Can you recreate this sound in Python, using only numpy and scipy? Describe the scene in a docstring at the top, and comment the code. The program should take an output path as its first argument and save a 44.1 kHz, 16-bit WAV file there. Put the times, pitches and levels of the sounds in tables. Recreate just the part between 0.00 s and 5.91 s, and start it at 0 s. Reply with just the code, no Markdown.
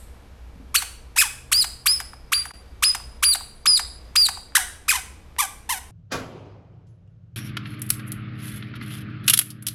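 """The room tail of an earlier squeak, fading noise, dies away first over a low hum of wavering sines and rumble.
After two dull knocks, made of damped rings, a dog bites a plush toy close by, in squeaks with a short room tail.
Hard bites sweep a reed from a buzz to a near-pure whistle; thin steady high sines sound during some whistles.
Falling chirps follow as the jaw lets go, and one early soft bite buzzes up and down in pitch.
A low drone swells and fades beneath, the level dips briefly midway, and soft bites and clicks end it."""
import sys
import numpy as np
from scipy import signal
from scipy.fft import rfft, irfft
from scipy.io import wavfile
from scipy.ndimage import uniform_filter1d, minimum_filter1d

SR = 44100
rng = np.random.default_rng(int(sys.argv[2]) if len(sys.argv) > 2 else 0)


def store_pcm(level_fs):
    """Save levels as 16-bit WAV."""
    pcm = np.round(np.clip(level_fs, -1, 1) * 32767).astype(np.int16)
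    wavfile.write(sys.argv[1], SR, np.atleast_2d(pcm).T)


N = 260631  # samples
EDGE_HZ = 16300  # top of the audible band


def amp(db):
    """Decibels to gain."""
    return 10 ** (np.asarray(db) / 20)


def unit(x):
    """Scales to rms 1."""
    return x / np.sqrt(np.mean(x ** 2) + 1e-20)


def read(points, hz, axis=1):
    """One column of a table, joined by lines over log frequency."""
    table = np.array(points, float)
    return np.interp(np.log(hz + 1), np.log(table[:, 0] + 1), table[:, axis])


def add(mix, start_s, sound):
    """Mixes a sound in at its start time, cut at the end of the mix."""
    part = mix[round(start_s * SR):][:len(sound)]
    part += sound[:len(part)]


def noise(spectrum, size):
    """White noise shaped to the given spectrum, at rms 1."""
    hz = np.fft.rfftfreq(size, 1 / SR)
    shaped = rfft(rng.standard_normal(size)) * amp(read(spectrum, hz))
    return unit(irfft(shaped, size))


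def wander(rate_hz, size):
    """Slow random motion, scaled to rms 1 over at least a second."""
    length = max(size, SR)
    hz = np.fft.rfftfreq(length, 1 / SR)
    slowed = rfft(rng.standard_normal(length)) / (1 + (hz / rate_hz) ** 4)
    return unit(irfft(slowed, length))[:size]


# spectrum shape of the rumble and hiss: freq_hz, relative_level_db
FLOOR_SPECTRUM = [(15, -17), (27, -0.5), (38, -23), (58, 2.5), (80, -7.5), (105, -19.5), (130, -19),
                  (170, -22.5), (280, -24), (420, -27), (800, -29), (2500, -38.5), (4500, -43), (8000, -50),
                  (12500, -50), (15000, -75.5)]
# steady lines of the appliance hum: freq_hz, level_db
HUM_LINES = [(59, -64), (205, -68.5), (468, -67.5), (2310, -74.5)]
# level curve of a low tone that comes and goes: time_s, level_db
DRONE_LEVEL = [(0, -74), (1.12, -61.5), (1.39, -52.5), (2.5, -62), (3.06, -59.5), (4.2, -66), (4.45, -71),
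               (5.9, -66.5)]
FLOOR_DB, DRONE_HZ = -44.5, 126.3


def background(phase_drift_rad=0.65, squeak_tail_db=-52, squeak_tail_t60_s=0.52):
    """Low rumble and faint hiss, an appliance's wavering hum, and the room tail of an earlier squeak."""
    t = np.arange(N) / SR
    drone_db = np.interp(t, *np.transpose(DRONE_LEVEL))
    hum = np.zeros(N)
    for hz, db in list(HUM_LINES) + [(DRONE_HZ, drone_db)]:
        phase = 2 * np.pi * hz * t + phase_drift_rad * wander(4.5, N)
        hum += amp(db) * np.sqrt(2) * np.sin(phase)
    squeak_tail = amp(squeak_tail_db - 60 * t / squeak_tail_t60_s) * noise(AIR_SPECTRUM, N)
    swell_db = .7 * wander(3, N)
    return hum + squeak_tail + amp(FLOOR_DB + swell_db) * noise(FLOOR_SPECTRUM, N)


# time for the room tail to fall 60 dB: freq_hz, t60_s
ROOM_DECAY = [(200, 0.61), (700, 0.45), (1850, 0.53), (4880, .53), (9000, 0.45), (13000, 0.41)]
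# tone of the room tail: freq_hz, relative_level_db
ROOM_TONE = [(200, 10.5), (1000, 0.5), (2500, 0), (5000, -1), (9000, 4.5), (12500, -2), (15000, 5)]
# reflections from nearby surfaces: delay_s, level_db
NEAR_ECHOES = [(.0023, -42), (.0052, -19.5), (.0087, -25.5), (0.0131, -19)]


def room(x, wet_db=-10, gap_s=0.0091, build_s=0.0021):
    """Direct sound, echoes from nearby surfaces, and a diffuse tail that dies band by band."""
    # the tail starts as sparse clicks of random sign
    clicks = rng.choice([-1., 1.], SR) * (rng.random(SR) < .15)
    hz, t, bands = signal.stft(clicks, SR, nperseg=256)
    decay_db = -60 * t / read(ROOM_DECAY, hz)[:, None]
    bands = bands * amp(read(ROOM_TONE, hz)[:, None] + decay_db)
    tail = signal.istft(bands, SR, nperseg=256)[1]
    tail = tail * np.clip((np.arange(len(tail)) / SR - gap_s) / build_s, 0, 1)
    response = amp(wet_db) * tail / np.linalg.norm(tail)
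    response[0] += 1  # direct sound
    for delay_s, db in NEAR_ECHOES:
        response[round(delay_s * SR)] += amp(db)
    return signal.fftconvolve(x, response)[:N]


# soft knocks and mouth clicks: start_s, level_db, ring_hz, decay_s
KNOCK_HITS = [(0.560, -36, 205, 0.0032), (0.600, -41.5, 266, 0.015), (3.664, -43, 243, 0.0081),
              (4.160, -44, 195, 0.0065), (4.522, -39, 1610, 0.00075), (5.365, -27.5, 1970, 0.0003)]


def knocks(scuff=0.13):
    """Dull, quickly damped rings from the dog and the toy, each with a little scuffing noise."""
    t, out = np.arange(SR // 8) / SR, np.zeros(N)
    for start_s, db, hz, decay_s in KNOCK_HITS:
        ring = np.sqrt(2) * np.sin(2 * np.pi * hz * t)
        grit = noise([(hz / 4, -30), (hz, 0), (hz * 2, -10), (hz * 6, -45)], len(t))
        add(out, start_s, amp(db) * (ring + scuff * grit) * np.exp(-t / decay_s))
    return out


# thin steady high tones that sound during some whistles: start_s, end_s, pitch_hz, level_db
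HIGH_TONES = [(1.610, 1.626, 9819, -23.5), (1.895, 1.932, 10510, -23.5), (1.930, 1.976, 10510, -37),
              (2.336, 2.411, 9830, -30), (2.833, 2.903, 9800, -25), (3.244, 3.32, 9790, -18.5),
              (3.673, 3.693, 10600, -20), (3.692, 3.77, 9819, -22.5), (4.244, 4.259, 9950, -25)]


def high_tones(waver_db=-1.0, edge_s=0.0025):
    """Thin sines at fixed high pitches, not following the reed; their level wavers."""
    out = np.zeros(N)
    for start_s, end_s, hz, db in HIGH_TONES:
        t = np.arange(max(round((end_s - start_s) * SR), 2)) / SR
        gate = np.clip(np.minimum(t, t[-1] - t) / edge_s, 0, 1)
        tone = np.sqrt(2) * np.sin(2 * np.pi * hz * t)
        add(out, start_s, gate * amp(db + waver_db * wander(60, len(t))) * tone)
    return out


# reed tone from low buzz to high whistle: pitch_hz, overtones_db, air_noise_db
REED_TONE = [(764, -2, -4), (1090, -2.5, -6.5), (1700, 0, -1), (2630, 2, -11), (2800, -3.5, -7.5),
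             (3770, -13, 0), (4630, -30, -31), (5200, -32, -29)]
# weight of the overtones leaving the toy: freq_hz, relative_level_db
OVERTONE_SPECTRUM = [(1400, -0.5), (2400, -3), (3400, -5.5), (4600, -12), (5900, -5), (7000, -10),
                     (8200, -9), (11000, -8), (12800, -11.5), (13800, -49.5), (16000, -29.5)]
# weight of the air noise leaving the toy, also used for the earlier squeak's tail: freq_hz, relative_level_db
AIR_SPECTRUM = [(400, -8.5), (900, -19.5), (1400, -8.5), (2700, 1), (4000, 5.5), (6300, -3), (8000, 12.5),
                (10000, 7), (12600, 6.5), (13800, -12), (16000, -38.5)]
# extra weight of the two partials above the whistle: freq_hz, relative_level_db
WHISTLE_SPECTRUM = [(7000, -5.5), (8200, -6.5), (9000, -20.5), (9700, -20), (10300, -18), (11500, -25),
                    (13200, -25.5), (14200, -23.5), (14900, -33), (15800, -37.5)]


def reed(hz, bloom_s, treble_db=0, bright_db=0, buzz_jitter=.02, whistle_jitter=0.00077, flutter_db=1.22,
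         rasp=1.5, rasp_hz=4020, rasp_width_hz=200, smear=0.12):
    """The reed chops the air stream: a fundamental, overtones, and a puff of noise each cycle."""
    size = len(hz)
    whistling = read([(2900, 0), (3700, 1)], hz)  # 0 = buzz, 1 = whistle
    jitter = buzz_jitter + (whistle_jitter - buzz_jitter) * whistling
    phase = 2 * np.pi * np.cumsum(hz * (1 + jitter * wander(460, size))) / SR
    # near the bottom of its range the whistle is unstable and its upper partials turn raspy
    unsteady = smear + rasp * np.exp(-((hz - rasp_hz) / rasp_width_hz) ** 2)
    treble_tilt = [(7000, 0), (12000, treble_db)]

    def partials(spectrum, count):
        """Multiples of the pitch below count, each a little unsteady in phase."""
        total = np.zeros(size)
        for k in range(2, count):
            level = amp(read(spectrum, k * hz) + read(treble_tilt, k * hz))
            in_band = k * hz < EDGE_HZ
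            wobble = rng.uniform(0, np.pi) + unsteady * wander(530, size)
            total += level * in_band * np.cos(k * phase + wobble)
        return total

    overtones = amp(read(REED_TONE, hz, axis=1)) * partials(OVERTONE_SPECTRUM, count=20)
    overtones += whistling * partials(WHISTLE_SPECTRUM, count=4)
    air_spectrum = [(f, db + read(treble_tilt, f)) for f, db in AIR_SPECTRUM]
    air = noise(air_spectrum, size) * amp(treble_db / 2)
    puffing = 1 + (.7 - .5 * whistling) * np.cos(phase)
    puffs = amp(read(REED_TONE, hz, axis=2)) * air * puffing
    # the reed starts softly and only then beats hard enough for its overtones to bloom
    beating = 1 - np.exp(-np.arange(size) / SR / bloom_s)
    fundamental = np.sqrt(2) * np.cos(phase)
    sound = fundamental + amp(bright_db) * beating * (np.sqrt(2) * overtones + puffs)
    # the whistle is steadier than the buzz
    return sound * amp(flutter_db * (1.5 - 0.93 * whistling) * wander(110, size))


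# short falling chirps as the jaw lets go: start_s, level_db (before the trim), start_pitch_hz
CHIRP_FALLS = [(0.820, -26.5, 2323), (1.640, -28, 2456), (2.001, -29.5, 2410), (2.133, -38, 1860),
               (2.454, -31.5, 2350), (2.507, -36, 2530), (2.947, -25.5, 2456), (2.999, -39, 1710),
               (3.348, -24, 2336), (3.408, -36, 1420), (3.793, -23.5, 2397), (4.285, -23, 2365),
               (4.372, -35, 1440)]
# weak chirps are duller: level_db (before the trim), overtones_db
CHIRP_TONE = [(-36.5, -14), (-28, 3), (-22, -2)]


def chirps(rest_hz=680, fall_s=0.0028, rise_s=0.0016, trim_db=-1, bloom_s=0.0014):
    """The last air escapes and the reed slides down to its resting pitch."""
    t, out = np.arange(SR // 40) / SR, np.zeros(N)
    swell = (t / rise_s * np.exp(1 - t / rise_s)) ** 0.43
    for start_s, db, start_hz in CHIRP_FALLS:
        hz = rest_hz + (start_hz - rest_hz) * np.exp(-t / fall_s)
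        bright_db = np.interp(db, *np.transpose(CHIRP_TONE))
        add(out, start_s, amp(db + trim_db) * swell * reed(hz, bloom_s, bright_db=bright_db))
    return out


# how strongly the reed sounds, weak between buzz and whistle: pitch_hz, fundamental_db
REED_LOUDNESS = [(720, -42), (860, -31.5), (1150, -25.5), (1700, -18.5), (2050, -21.5), (2400, -16),
                 (2800, -11.5), (3450, -21), (4050, -20), (4700, -16), (5200, -15.5)]


def squeak(hz, db, treble_db, bright_db, attack_s=0.0028, release_s=0.0081, bloom_s=0.0018):
    """One squeeze of air through the reed; its loudness follows its pitch."""
    t = np.arange(len(hz)) / SR
    gate = np.clip(np.minimum(t / attack_s, (t[-1] - t) / release_s), 0, 1)
    return gate * amp(db + read(REED_LOUDNESS, hz)) * reed(hz, bloom_s, treble_db, bright_db)


REST_HZ, FALL_POWER = 721.5, 2.5  # the buzz settles to this pitch, this steeply
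# the teeth slip a little: share of the pitch above rest, level, rate
UNEVEN, UNEVEN_DB, UNEVEN_RATE_HZ = .07, 2, 110
# bites where the reed only buzzes up and down: start_s, rise_s, fall_s, length_s, first_hz, top_hz,
# level_db (on top of the loudness by pitch), treble_db (ramps in from 7 to 12 kHz), overtones_db
SOFT_SQUEEZES = [(1.158, 0.037, .023, .120, 810, 2567, -3, 0, 3),
                 (4.549, .014, .008, 0.093, 1102, 2057, 2, 0.5, 1),
                 (4.88, 0.015, 0.02, 0.072, 1147, 2550, -1.5, 0, 1.5),
                 (4.934, .018, 0.015, 0.072, 869, 1032, -2.5, -1.5, 3.5),
                 (5.383, .016, 0.019, 0.081, 914, 1175, 1, 3, 1.5),
                 (5.69, 0.018, 0.021, 0.1, 864, 1062, -0.5, 3.5, 1.5)]


def soft_bites(rise_power=2.8, eased_db=-2.0):
    """Pressure swells and eases unevenly: the buzz climbs, then slides back to rest, weaker on the way."""
    out = np.zeros(N)
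    for start_s, rise_s, fall_s, length_s, first_hz, top_hz, db, treble_db, bright_db in SOFT_SQUEEZES:
        t = np.arange(0, length_s, 1 / SR)
        climb = np.sin(np.pi / 2 * np.minimum(t / rise_s, 1)) ** rise_power
        climb_hz = first_hz + (top_hz - first_hz) * climb
        pressure = 1 / (1 + (np.maximum(t - rise_s, 0) / fall_s) ** FALL_POWER)
        slip = wander(UNEVEN_RATE_HZ, len(t))
        hz = REST_HZ + (climb_hz - REST_HZ) * pressure * (1 + UNEVEN * slip)
        level_db = db + eased_db * (1 - pressure) + UNEVEN_DB * slip
        add(out, start_s, squeak(hz, level_db, treble_db, bright_db))
    return out


# the reed starts at this pitch; the jump takes this share of the time before it
BUZZ_HZ, JUMP_SHARE = 1067.6, .19
# the held whistle wavers, then sags as the air runs out
SAG_S, WAVER_HZ, WAVER_RATE_HZ = .03, 40, 40
# bites where the reed jumps from buzz to whistle: start_s, jump_s (after the start), length_s,
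# first_whistle_hz, last_whistle_hz (before the sag), arch_hz, final_sag_hz,
# buzz_db, whistle_db (both on top of the loudness by pitch), fade_by_end_db,
# treble_db (ramps in from 7 to 12 kHz), overtones_db
HARD_SQUEEZES = [(0.7421, .0190, 0.056, 4793, 4670, 52, 1000, -0.5, -1.5, -11.5, 4, 3),
                 (1.515, .0150, 0.12, 4415, 4740, 370.5, 1051, -2, -1.5, 0, 4.5, 3),
                 (1.857, 0.015, 0.13, 4703, 5220, 200, 351, -1.5, -0.5, -19, 7, 1),
                 (2.318, .0170, 0.13, 4745, 4718, -0.5, 5.5, 0.5, -3.5, -22, 3, -2.5),
                 (2.823, 0.017, .098, 4980, 5020, 51, -1, 2.5, -2, -2.5, 1.5, 0.5),
                 (3.224, .0178, .121, 4780, 4726, 30.5, 1152, 0.5, -4, 4.5, 4.5, 1),
                 (3.655, 0.012, 0.13, 5130, 4686, 30, 1252, 1.5, 1.5, -1.5, -4, 1),
                 (4.154, 0.0097, 0.12, 4905, 4267, 151.5, 594, 1, 2, -3.5, 0, 2.5)]


def hard_bites(fade_power=2.1):
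    """Pressure builds fast: the buzz leaps to a whistle, which holds, drifts and sags."""
    out = np.zeros(N)
    for (start_s, jump_s, length_s, first_hz, last_hz, arch_hz, sag_hz,
         buzz_db, whistle_db, fade_db, treble_db, bright_db) in HARD_SQUEEZES:
        t = np.arange(0, length_s, 1 / SR)
        jumped = .5 + .5 * np.tanh((t - jump_s) / (2 * JUMP_SHARE * jump_s))
        held = np.clip((t - jump_s) / (length_s - jump_s), 0, 1)
        sag = np.clip(1 - (length_s - t) / SAG_S, 0, 1)
        whistle_hz = first_hz + (last_hz - first_hz) * held
        whistle_hz += arch_hz * np.sin(np.pi * held) - sag_hz * sag
        whistle_hz += WAVER_HZ * wander(WAVER_RATE_HZ, len(t))
        hz = BUZZ_HZ + jumped * (whistle_hz - BUZZ_HZ)
        db = buzz_db + (whistle_db - buzz_db) * jumped ** 2 + fade_db * held ** fade_power
        add(out, start_s, squeak(hz, db, treble_db, bright_db))
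    return out


def scene(lowest_hz=520):
    """The toy and the dog in the room, over the background."""
    # the small squeaker radiates little bass
    bass_cut = signal.butter(2, lowest_hz, "highpass", fs=SR, output="sos")
    toy = signal.sosfilt(bass_cut, hard_bites() + soft_bites() + chirps() + high_tones())
    return (room(toy + knocks()) + background())[None]


# the level dips briefly: start_s, end_s, level_db
LEVEL_DIP = (2.518, 2.536, -18)


def record(dry):
    """A peak limiter holds the sharpest squeaks down; then a brief dip and the band limit."""
    need = np.minimum(1, .8 / (abs(dry[0]) + 1e-9))  # gain that keeps each sample within 0.8
    limiter = uniform_filter1d(minimum_filter1d(need, size=129), size=129)
    t = np.arange(N) / SR
    start_s, end_s, db = LEVEL_DIP
    inside = 1. * ((t > start_s) & (t < end_s))
    dip = amp(db * uniform_filter1d(inside, size=90))
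    lowpass = signal.firwin(511, EDGE_HZ, window=("kaiser", 9), fs=SR)
    return signal.oaconvolve(dry * limiter * dip, lowpass[None], "same")


dry = scene()
out = record(dry)
store_pcm(out)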